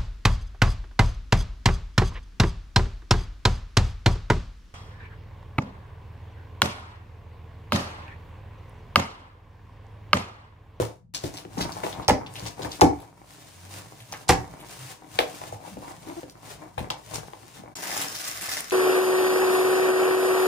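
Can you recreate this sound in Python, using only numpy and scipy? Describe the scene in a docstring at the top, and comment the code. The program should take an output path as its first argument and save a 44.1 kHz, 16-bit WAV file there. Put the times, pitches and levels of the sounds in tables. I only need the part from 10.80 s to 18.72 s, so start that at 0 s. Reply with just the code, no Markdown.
"""Hands open a long cardboard box on a low table in a small carpeted room, under a pair of spaced microphones.
From the start flaps knock and ring the hollow box, tape snaps free, palms and board edges rub; the hardest
blows fall near 1.3, 2 and 3.5 s. Soft low tones swell from 2.6 s as the box is leant on, a fold creaks at 5.3 s.
At 6.95 s the level dips briefly, the rubbing stops, and a plastic bag crackles as it is lifted out of the foam.
Blows ring decaying modes, slips are random grains shaped in colour, and random echo tails stand for the room."""
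import sys
import numpy as np
from scipy import signal
from scipy.fft import rfft, irfft, next_fast_len
from scipy.io import wavfile
from scipy.ndimage import uniform_filter1d

SR = 44100
rng = np.random.default_rng(int(sys.argv[2]) if len(sys.argv) > 2 else 0)


def boost(x):
    """Linear amplitude factor 10**(x/20) for a level x in decibels (scalar or array-like)."""
    u = np.asarray(x, float) / 20
    return 10 ** u


def wav_record(signal):
    """Record a signal, one row per channel, as 16-bit PCM in the file named by sys.argv[1]."""
    frames = np.transpose(np.atleast_2d(signal))
    bounded = np.clip(frames, -1, 1)
    # unit amplitude maps onto the largest positive 16-bit level
    quanta = np.round(bounded * 32767).astype(np.int16)
    wavfile.write(sys.argv[1], SR, quanta)


N = 349272
T = np.arange(N) / SR
LEFT_RIGHT = np.array([[1], [-1]])  # opposite signs at the two microphones
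LAG_PER_DB = 6.5  # samples by which the far microphone lags, per dB of level difference
RISE_DB_PER_S, FALL_DB_PER_S = 182, 240  # how fast a stroke swells, and a stroke or grip fades
RUB_START_S, BAG_START_S = 0.338, 6.953  # the full rubbing lies between these, the bag after the second


def colour(x, points):
    """Shape the spectrum by (Hz, dB) points, to an rms of 1."""
    hz, db = np.transpose(points)
    n = x.shape[-1]
    size = next_fast_len(n)
    f = np.maximum(np.arange(size // 2 + 1) * SR / size, 1)
    gain = boost(np.interp(np.log(f), np.log(hz), db))
    y = irfft(rfft(x, size) * gain, size)[..., :n]
    return y / np.sqrt(np.mean(y ** 2))


def band(x, hz, width):
    """Two-pole resonance."""
    return signal.lfilter(*signal.iirpeak(min(hz, 18000), max(hz / width, .2), fs=SR), x)


def walk(rate):
    """Random levels, rate of them a second, joined by straight slopes."""
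    k = int(SR / rate)
    held = np.repeat(rng.standard_normal(N // k + 1), k)
    return 0.75 * uniform_filter1d(held, k)[:N]


def grains(rate, spread_db, hiss, unlike):
    """Slips at random moments and places over friction noise; each reaches the right microphone with its own lag."""
    when, size = rng.random(N), rng.exponential(size=N)
    sign, spot = rng.standard_normal((2, N))
    i = np.flatnonzero(when < rate / SR)
    strength = boost(spread_db * np.minimum(size[i], 3)) * sign[i]
    clicks = np.zeros((2, N))
    for row, lag in zip(clicks, (0, 12.0 + 9.8 * spot[i])):  # samples
        np.add.at(row, np.clip(i + lag, 0, N - 1).astype(int), strength)
    mid, side = rng.standard_normal((2, N))
    return clicks / clicks.std() + hiss * (mid + unlike * side * LEFT_RIGHT)


def place(x, pan_db):
    """The nearer microphone hears it louder and earlier."""
    i, side_db = np.arange(len(x)), .5 * LEFT_RIGHT * pan_db
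    return boost(side_db) * np.array([np.interp(i + LAG_PER_DB * s, i, x) for s in side_db])


def add(out, s, x, pan_db):
    """Mix one event in at its time."""
    i = int(s * SR)
    y = place(x, pan_db)[:, max(-i, 0):N - i]
    out[:, max(i, 0):max(i, 0) + y.shape[1]] += y


def strokes(table, rise_db_per_s=RISE_DB_PER_S):
    """Each row swells, holds and fades at set rates; the strongest one rules. Gains of both columns."""
    s, hold, *columns = np.transpose(table)[:, :, None]
    t = T[::64]
    before, after = np.maximum(s - t, 0), np.maximum(t - s - np.abs(hold), 0)
    off_db = rise_db_per_s * before + FALL_DB_PER_S * after
    return [np.interp(T, t, boost((db - off_db).max(axis=0))) for db in columns]


# Blows on the box, close under the microphones. Each row: start in seconds, level in dB, strongest tone in Hz,
# thump under 150 Hz in dB against the level, slap near 2 kHz in dB against the level.
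BLOWS = [(0.0, -12, 470, -9, -6), (0.442, -19.5, 335, -4.5, -10), (0.652, -29, 330, -29, -4),
         (0.779, -19.5, 164, -38, -7), (0.811, -17.5, 182, -8.5, 1), (0.969, -25.5, 700, -28, -40),
         (0.987, -30, 940, -26, -17), (1.039, -19, 456, -27, -4), (1.051, -23.5, 490, -32, -5),
         (1.067, -24, 604, -24, 3), (1.185, -31.5, 170, -6, -25), (1.199, -24, 940, -23, -11),
         (1.286, -8, 875, -11, -1), (1.298, -7.5, 787, -24, -0.5), (1.308, -7.5, 248.6, -8.5, -5),
         (1.628, -32, 170, 1.5, -1), (1.796, -24.5, 370, -33, -12), (1.849, -26, 610, -20, 2.5),
         (1.862, -27.5, 334, -5.5, -12), (2.017, -2.5, 767, -36, -0.5), (2.024, -1.5, 291, -10.5, -32),
         (2.036, -10, 292, -4.5, -30), (3.328, -28.5, 795, -20, 1), (3.339, -33, 880, -17, 8),
         (3.496, -5.5, 590, -4.5, -2), (3.501, -6.5, 980, -30, 2), (3.508, -10, 235, -15, -22),
         (3.795, -41, 304, -9, -1), (4.391, -10, 628, -54, 6.5), (4.405, -22, 860, -45, 10),
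         (4.617, -27.5, 810, -21.5, -4), (4.639, -30, 550, -19, 1), (4.675, -33, 640, -24, -22),
         (4.727, -25, 640, -13, -33), (4.879, -32.5, 820, -27, -30), (4.973, -25.5, 270, -17, -13),
         (5.026, -32.5, 990, -29, -29), (5.113, -33, 960, -18, -7), (5.3, -34, 810, -14, 4),
         (5.433, -27, 343, -24, -7), (5.68, -42, 630, -16, -17), (5.982, -19, 434, -8.5, -4.5),
         (6.006, -25.5, 198, -6, -7), (6.107, -20.5, 825, -21, -23), (6.338, -27, 890, -8.5, -24),
         (6.434, -34.5, 730, -13, -5), (6.535, -30, 830, -30, -1), (6.627, -44, 330, -6, -18),
         (6.838, -33, 720, -15, -18), (7.097, -28.5, 800, -18, -12), (7.166, -24.5, 800, -21, -10),
         (7.686, -31, 1190, -11, -7)]
# Ringing modes of the hollow box. Each row: frequency in Hz, relative strength in dB,
# undamped t60 in seconds (the soft board shortens it in knocks()).
BOX_MODES = [(53.6, -8.5, 0.24), (76, 2.5, 0.19), (110.4, 3, 0.32), (170, 5, 0.33), (261.7, 0, 0.36),
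             (292, 4.5, 0.29), (400.5, 2, 0.14), (502, -0.5, 0.18), (622, -2.5, 0.059), (757, 6, 0.038),
             (793, -8.5, 0.12), (858, -3, 0.075), (991, -2, 0.13), (1070, -10.5, 0.065)]


def knocks(pan_db):
    """A flap lands with a push and a short rattle; treble arrives first, modes near its tone ring, panels thud."""
    out, t = np.zeros((2, N)), T[:8192]
    hz, mode_db, t60 = np.transpose(BOX_MODES)[:, :, None]
    low = hz[:, 0] < 150
    f = np.arange(len(t) // 2 + 1) * SR / len(t)
    panel = signal.butter(4, [200, 1000], "band", fs=SR, output="sos")  # the span in which the panels thud
    for s, db, tone_hz, thump_db, slap_db in BLOWS:
        pan = pan_db[int(s * SR)]
        rattle_ms = max(6.5 + 0.156 * db, 1)  # softer blows rattle shorter
        luck = rng.standard_normal((2, len(BOX_MODES), 1))
        rattle = rng.standard_normal(len(t)) * np.exp(-(t * 1000 / rattle_ms) ** 2)
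        contact = (t == 0) + 0.85 * rattle / np.sqrt(np.sum(rattle ** 2))
        # bending waves carry the bass slower: f Hz is late by lag * sqrt(1000 / f)
        lag = 1.15 * rattle_ms / 1000  # seconds at 1 kHz
        push = irfft(rfft(contact) * np.exp(-2j * np.pi * 2 * lag * np.sqrt(1000 * f)), len(t))
        # modes fall off by 11 dB per octave from the tone of the blow, give or take the spot hit
        near_db = 2.0 * luck[0] - 11. * np.abs(np.log2(hz / tone_hz))
        # modes take a few cycles to build; the board damps them, so the ring is short
        build = 1 - np.exp(-t * hz / 0.42)
        decay = boost(-60 * t / (np.where(hz < 150, .6, .4) * t60))
        wander = .015 * luck[1]
        ring = np.sin(2 * np.pi * hz * (1 + wander) * t) * build * decay * boost(mode_db)
        high_ring = (ring * boost(near_db) * np.sqrt(hz))[~low].sum(axis=0)
        modes = signal.fftconvolve(push, high_ring)[:len(t)]
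        thud = band(signal.sosfilt(panel, push), tone_hz, tone_hz)
        slap = band(band(contact, 1600.0, 1600.0), 1950.0, 1860.0)
        thump = ring[low].sum(axis=0)
        body = boost(-4.5) * modes / np.abs(modes).max() + boost(-1.5) * thud / np.abs(thud).max()
        # started early, so that the tone of the blow arrives on time
        add(out, s - .001 - lag * np.sqrt(1000 / tone_hz), boost(db) * body, pan)
        add(out, s - .001, boost(db + slap_db) * slap / np.abs(slap).max(), pan)
        add(out, s - .004, boost(db + thump_db) * thump / np.abs(thump).max(), pan / 2)
    return out


def tint(x, hz, top_db):
    """A broad hump at the pitch of the sheet, and some sizzle on top."""
    hump = band(band(x, hz, 1.03 * hz), hz, 1.03 * hz)
    return hump + boost(top_db) * band(band(x, 9300.0, 7600.0), 9300.0, 7600.0)


# Tape, paper and plastic letting go under the hands. Each row: start in seconds, click peak in dB,
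# centre in Hz, tear level in dB, gain of the sizzle around 9 kHz in dB.
RELEASES = [(0.3476, -8.5, 4940, -30, -30), (0.4365, -36, 4730, -39, -20), (0.54, -22.5, 6030, -46, -44.5),
            (0.559, -28.5, 2750, -52, -26), (0.571, -21, 4260, -38.5, -9), (0.7822, -21, 5700, -36, -24),
            (0.807, -44, 4400, -26.5, -13), (0.9213, -20, 4860, -39.5, -15), (1.036, -27, 2500, -41, -24),
            (1.126, -30, 3280, -40.5, -16), (1.224, -36, 3930, -46, -16), (1.281, 0, 5160, -23, -10),
            (1.294, -5, 3350, -43, 6), (1.4633, -28, 3150, -44.5, -40), (1.539, -24, 9050, -63, -15),
            (1.556, -23, 3080, -36, -13), (1.596, -20, 5000, -46, -16), (1.655, -25, 3240, -45, -16),
            (1.664, -17.5, 5050, -35.5, -19), (1.82, -22, 3870, -39, -19), (1.9149, -27, 4150, -37.5, -22),
            (2.0106, -0.5, 5750, -21, -4.5), (2.2018, -44, 4060, -50.5, 0), (3.204, -31.5, 2800, -47, -7),
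            (3.262, -51, 5000, -70, -8), (3.324, -16, 5900, -42, -4), (3.481, -38, 4900, -34, -40),
            (3.4875, -36, 5800, -18, -17), (3.491, -6, 8300, -25, -3), (3.4937, -4.5, 2250, -28, -19.5),
            (3.798, -41, 2820, -45, -3), (4.389, -2, 3340, -27.5, -11), (4.725, -28, 7660, -49, -22.5),
            (5.498, -26.5, 5230, -49.5, -1), (5.98, -26, 2700, -40, -8), (6.103, -10, 3040, -37.5, -47),
            (6.107, -12.5, 5400, -42, -30), (6.3402, -21, 6240, -31, -26), (6.358, -9, 5700, -57, -7),
            (6.955, -24, 6270, -35.5, -22), (7.095, -29, 6000, -45, -16), (7.168, -19, 6800, -28, -14),
            (7.213, -38, 3200, -27, 0.5), (7.318, -21, 6100, -42, 6), (7.3516, -21, 5530, -33.5, -8.5),
            (7.443, -26, 5900, -35.5, -38), (7.476, -26, 7000, -35, 1), (7.6123, -17, 2130, -37.5, 8),
            (7.624, -31, 8040, -37, 2), (7.693, -14.5, 10400, -42, -14), (7.72, -21, 5560, -25.5, -5),
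            (7.7738, -23, 5500, -34, -18), (7.8067, -12, 9500, -40, -17), (7.869, -33, 6000, -51, 1),
            (7.899, -18, 6040, -39, -1), (7.909, -19, 2900, -39, -8)]


def snaps(pan_db):
    """A stuck sheet lets go with one click, then a ragged tear that swells and dies away."""
    out, t = np.zeros((2, N)), T[:6000]
    u = t * 1000 / 19.2  # time in lengths of the tear, 19.2 ms
    for s, db, hz, tear_db, top_db in RELEASES:
        ragged = boost(5.14 * np.repeat(rng.standard_normal(len(t) // 40), 40))
        mid, side = tint(rng.standard_normal((2, len(t))), hz, top_db)
        swell = ragged * (1 - np.exp(-u / 0.091)) * np.exp(-u) / mid.std()
        click = tint(np.exp(-t / 0.00019) * np.cos(2 * np.pi * hz * t), hz, top_db)
        i = int(s * SR)
        add(out, s, boost(db) * click / np.abs(click).max() + boost(tear_db) * swell * mid, pan_db[i])
        # the tear runs along the sheet, so part of it differs between the microphones
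        apart = boost(tear_db) * 0.45 * swell * side * LEFT_RIGHT
        out[:, i:i + len(t)] += apart[:, :N - i]
    return out


# Strokes of the hands over board and foam. Each row: start in seconds, hold in seconds,
# hiss of rubbing in dB, rumble of the board in dB.
HAND_STROKES = [(0, 0.019, -36.5, -36), (.345, 0.008, -41, -45), (.45, 0.015, -42.5, -59),
                (.56, 0.038, -49, -48), (.8, 0.033, -42, -36), (.9, 0.13, -48, -43),
                (1.05, 0.055, -43, -48), (1.15, 0.068, -56, -43), (1.35, 0.16, -68, -43),
                (1.55, 0.12, -46.5, -49), (1.68, 0.044, -51, -62), (1.84, 0.012, -44, -37.5),
                (1.92, 0.037, -44.5, -54), (2.05, 0.2, -61, -52), (2.49, .38, -51.5, -82),
                (2.93, 0.062, -44, -53), (3.05, 0.38, -52, -58.5), (3.34, 0.029, -56, -46.5),
                (3.55, 0.12, -53.5, -40.5), (3.7, 0.14, -55.5, -48), (3.9, 0.22, -43.5, -58.5),
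                (4.35, 0.33, -45.5, -53), (4.74, 0.0097, -48.5, -44.5), (4.86, 0.076, -49, -51),
                (5.03, 0.084, -48.5, -47), (5.16, 0.15, -53, -51.5), (5.29, 0.13, -50.5, -53.5),
                (5.55, 0.12, -73, -53.5), (5.64, 0.037, -61, -50), (5.71, 0.0077, -41, -47.5),
                (5.8, 0.096, -59.5, -50.5), (5.99, 0.04, -52.5, -48), (6.25, 0.034, -50.5, -61),
                (6.35, 0.0079, -39.5, -41), (6.43, 0.037, -53.5, -63), (6.53, 0.1, -54.5, -74),
                (6.68, 0.12, -51.5, -72), (6.77, 0.11, -74, -54)]
# Colour of the rubbing as heard, with a narrow hole near 12 kHz.
# Each row: frequency in Hz, relative density in dB per Hz.
RUB_COLOUR = [(590, -0.5), (1000, -1.5), (3300, -2), (10200, -4.5), (11300, -10), (12000, -119),
              (12800, -9.5), (14200, -5.5), (15300, -13), (16000, -24)]
# Colour of the board or foam rumbling under the hands. Each row: frequency in Hz, relative density in dB per Hz.
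BOARD_COLOUR = [(100, -20), (170, -2.5), (224, -4.5), (296, 3), (378, -3), (550, -3.5), (684, -2.5),
                (920, 0), (1290, -9.5), (1800, -15), (2340, -12), (3960, -120)]


def handling():
    """Rubbing hisses in fine grains, and coarser slips rumble in the board, under shared stutter."""
    hiss_gain, board_gain = strokes(HAND_STROKES)
    first_alone = strokes(HAND_STROKES[:1])[0] / hiss_gain  # at the start only the first stroke sounds
    on = np.where(T < RUB_START_S, first_alone, T < BAG_START_S)
    stutter = walk(40)
    hiss = colour(grains(1700.0, 4.3, 1.0, 0.64), RUB_COLOUR) * boost(2.3 * stutter)
    board = colour(grains(250., 5.7, 0.55, 0.28), BOARD_COLOUR) * boost(4.0 * stutter + 2.0 * walk(25))
    resting = T >= RUB_START_S  # resting hands never fall quite still
    hiss_gain = np.hypot(hiss_gain, resting * boost(-64))
    board_gain = np.hypot(board_gain, resting * boost(-58))
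    return on * (hiss_gain * hiss + board_gain * board)


# Grips on the bag. Each row: start in seconds, hold in seconds, crackle in dB, rumble in dB.
BAG_GRIPS = [(6.953, 0.054, -43, -45), (7.025, 0.054, -37, -44.5), (7.095, 0.078, -34.5, -41.5),
             (7.168, 0.081, -33.5, -38), (7.3, 0.054, -40, -48.5), (7.345, 0.1, -39.5, -57),
             (7.44, .09, -36, -53.5), (7.545, 0.044, -40, -60), (7.612, .07, -36.5, -48.5),
             (7.69, 0.089, -33.5, -46.5)]
# Colour of the crackle as heard, with a narrow hole near 12 kHz and a steep upper limit near 16 kHz.
# Each row: frequency in Hz, relative density in dB per Hz.
CRACKLE_COLOUR = [(88, -40), (150, -14), (570, -6.5), (796, -5), (987, -9), (1130, 0.5), (3470, -1.5),
                  (5660, -3), (10600, -4), (11400, -7.5), (12200, -54), (12900, -5.5), (14300, -2.5),
                  (15400, -7), (15900, -60)]


def bag():
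    """Thin film buckles: a dense fine crackle in bunches, and sparser crinkles that ping near 5.4 kHz over a body."""
    crackle, rumble = strokes(BAG_GRIPS, rise_db_per_s=900)  # the film gives way at once
    bunches = boost(2.6 * walk(90) + .8 * walk(25))
    film = colour(grains(6000., 2.0, 0.58, 0.43) * bunches, CRACKLE_COLOUR)
    fold = rng.standard_normal(400) * np.exp(-T[:400] / 0.0014)  # each crinkle is a short run of buckles
    pops = signal.fftconvolve(grains(420., 2.6, 0, 0), fold[None], axes=1)[:, :N]
    pops = pops / pops.std()
    ping = 2.0 * boost(4.4 * walk(6.3)) * band(pops, 5400.0, 870.0)
    body = 2.3 * boost(7.9 * walk(9)) * band(pops, 1740.0, 1000.0)
    crinkles = ping + body + 0.83 * colour(pops, CRACKLE_COLOUR)
    foam = colour(grains(400., 4.0, 0.31, 0.18), BOARD_COLOUR)
    crackle = np.hypot(crackle, boost(-46.5))  # a faint crackle between grips
    return (T >= BAG_START_S) * (crackle * (film + boost(-6.5) * crinkles) + rumble * foam)


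# Board dragged over board, singing in one panel. Each row: start in seconds, length in seconds,
# centre in Hz, width of each resonance stage in Hz, level in dB.
DRAGS = [(3.326, 0.055, 1460, 1770, -43), (3.497, .04, 1950, 1600, -26.5), (4.79, 0.12, 866, 160, -48.5),
         (4.887, 0.13, 196, 60, -46), (5.023, .05, 940, 200, -44.5), (6.344, .12, 131, 40, -45.5),
         (6.616, .045, 326, 80, -53), (6.762, 0.081, 216, 90, -51.5), (6.837, 0.084, 724, 490, -53)]


def scrapes(pan_db):
    """Uneven slips excite one resonance for as long as the drag lasts."""
    out = np.zeros((2, N))
    for s, length, hz, width_hz, db in DRAGS:
        slips = rng.standard_normal(8000) * boost(4.0 * np.repeat(rng.standard_normal(80), 100))
        u = np.linspace(0, 1, int(length * SR))
        tone = band(band(slips, hz, width_hz), hz, width_hz)[-len(u):]
        swell = np.sin(np.pi * u ** 0.84) ** 0.9
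        add(out, s, boost(db) * swell * tone / tone.std(), pan_db[int(s * SR)])
    return out


# A fold slipping in steps, left of centre. Each row: start in seconds, length in milliseconds,
# slips a second in Hz, level of the fundamental in dB.
FOLD_SLIPS = [(5.269, 8, 310, -34), (5.284, 18, 305, -34), (5.306, 14, 330, -33), (5.323, 12, 318, -35),
              (5.365, 36, 338, -31)]


def creak():
    """Short runs of even slips: a tone with a few weak overtones, starting and stopping quickly."""
    out = np.zeros((2, N))
    for s, ms, hz, db in FOLD_SLIPS:
        t = T[:int(ms * SR / 1000)]
        phase = 2 * np.pi * hz * t
        tone = np.sin(phase) + 0.45 * np.sin(2 * phase) + 0.14 * np.sin(3 * phase) + 0.065 * np.sin(4 * phase)
        add(out, s, boost(db) * np.sin(np.pi * t / t[-1]) ** 0.41 * tone, 3.5)
    return out


# Low tones that swell while the box is leant on, midway between the microphones. 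Each row: start in seconds,
# length in seconds, first frequency in Hz, last frequency in Hz, rms at the top of the swell in dB.
LEANS = [(2.637, 0.53, 80.5, 110.5, -47), (3.179, 0.1, 114, 113, -44.5), (3.951, 0.17, 130.4, 129, -41)]


def drone():
    """Soft gliding sine tones under a rounded swell."""
    out = np.zeros((2, N))
    for s, length, first_hz, last_hz, db in LEANS:
        u = np.linspace(0, 1, int(length * SR))
        phase = 2 * np.pi * np.cumsum(first_hz + (last_hz - first_hz) * u) / SR
        add(out, s, np.sqrt(2) * boost(db) * np.sin(np.pi * u) ** 2.0 * np.sin(phase), 0)
    return out


# Colour of the air booming inside the box. Each row: frequency in Hz, relative density in dB per Hz.
CAVITY_COLOUR = [(15, -56), (25, -38), (54, 9), (81, -7), (102, 13.5), (118, 8.5), (167, 8), (194, 0),
                 (220, -4), (290, -25), (480, -120)]


def cavity():
    """The air in the box booms with the smoothed rumble of the board, over a faint steady rest."""
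    jolts = uniform_filter1d(strokes(HAND_STROKES)[1], int(0.14 * SR))  # averaged over 0.14 s
    gain = np.hypot(boost(-56), boost(-1) * jolts)
    return gain * boost(2.0 * walk(11)) * colour(grains(150., 2., 0.9, .45), CAVITY_COLOUR)


# Decay of the small carpeted room. Each row: frequency in Hz, t60 in seconds.
ROOM_DECAY = [(250, 0.3), (1000, 0.3), (3000, 0.16), (8000, 0.3), (14000, 0.015)]


def reflections():
    """Decaying reflections in octave bands; the bass is nearly alike at both microphones."""
    t, tail = T[:16000], 0
    hz, t60 = np.transpose(ROOM_DECAY)
    for f in 180 * 2 ** np.arange(7):
        mid, side = band(rng.standard_normal((2, len(t))), f, 0.51 * f)
        unlike = min(0.067 + f / 700.0, 1)
        fade = boost(-60 * t / np.interp(np.log(f), np.log(hz), t60))
        weight = max(f, 500) ** -.28  # level up to 500 Hz, then weaker toward the treble
        tail = tail + weight * (mid + unlike * side * LEFT_RIGHT) * fade
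    tail = tail * (1 - np.exp(-(t / 0.000067) ** 2))
    # even out the chance peaks in the spectrum of the random tail
    spectrum = rfft(tail, 2 * len(t))
    power = np.mean(np.abs(spectrum) ** 2, axis=0)
    even = np.sqrt(uniform_filter1d(power, size=500) / uniform_filter1d(power, size=30))
    tail = irfft(spectrum * even)[:, :len(t)]
    return tail / np.sqrt(np.mean(np.sum(tail ** 2, axis=1)))


def room(dry, wet_db, count=4):
    """Echoes of the left signal crossfade through a cycle of random tails, so no tail's colour persists."""
    wet = 0
    for k in range(count):
        turns_away = np.abs((T / .13 - k + count / 2) % count - count / 2)  # one tail every 0.13 s
        share = np.sqrt(np.clip(1 - turns_away, 0, 1))
        wet = wet + signal.fftconvolve(dry[:1] * share, reflections(), axes=1)[:, :N]
    return dry + boost(wet_db) * wet


# Where the hands are busy under the pair. 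Each row: start in seconds, left minus right of the close sound in dB.
HAND_PLACES = [(0.0, 2.5), (0.35, 3.5), (0.95, 3), (1.2, 4.5), (1.27, -1), (1.4, 0.5), (1.72, 5), (2.0, 2),
               (2.7, 1.5), (3.3, 0.5), (3.6, -0.5), (4.3, 3.5), (5.43, 2), (6.31, 5), (7.0, 2.5),
               (7.59, 0.5), (7.92, 2)]


def hand_pan():
    """The hands drift in straight lines from place to place: left minus right in dB over time."""
    s, pan_db = np.transpose(HAND_PLACES)
    return np.interp(T, s, pan_db)


def scene():
    """All sources in the room; the level dips briefly, almost to silence, just before the bag."""
    pan_db = hand_pan()
    side_db = .5 * LEFT_RIGHT * pan_db
    rustle = (handling() + bag()) * boost(side_db)
    # the loud blows and snaps and the close small sounds each get their own share of room
    blows = room(knocks(pan_db) + snaps(pan_db), wet_db=-10.5)
    small = room(rustle + scrapes(pan_db), wet_db=-8.0)
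    lean = boost(0.21 * side_db)  # near reflections lean the same way as the hands
    falling, rising = (BAG_START_S - .007 - T) / 0.013, (T - BAG_START_S) / 0.00084
    dip = np.clip(np.maximum(falling, rising), .05, 1)
    return ((blows + small) * lean + creak() + cavity() + drone()) * dip


def top_cut(x):
    """Nothing passes above the cut-off."""
    return signal.sosfilt(signal.butter(12, 16500, fs=SR, output="sos"), x)


def record(dry):
    """The deepest bass is filtered out, the loudest blows are rounded off, the highest treble is filtered out."""
    thin = signal.sosfilt(signal.butter(4, 43, "high", fs=SR, output="sos"), dry)
    rounded = np.tanh(1.099 * thin) / 1.22
    mix = signal.sosfilt(signal.ellip(6, .2, 50, 16200, fs=SR, output="sos"), rounded)
    return top_cut(mix)


dry = scene()
out = record(dry)
wav_record(out)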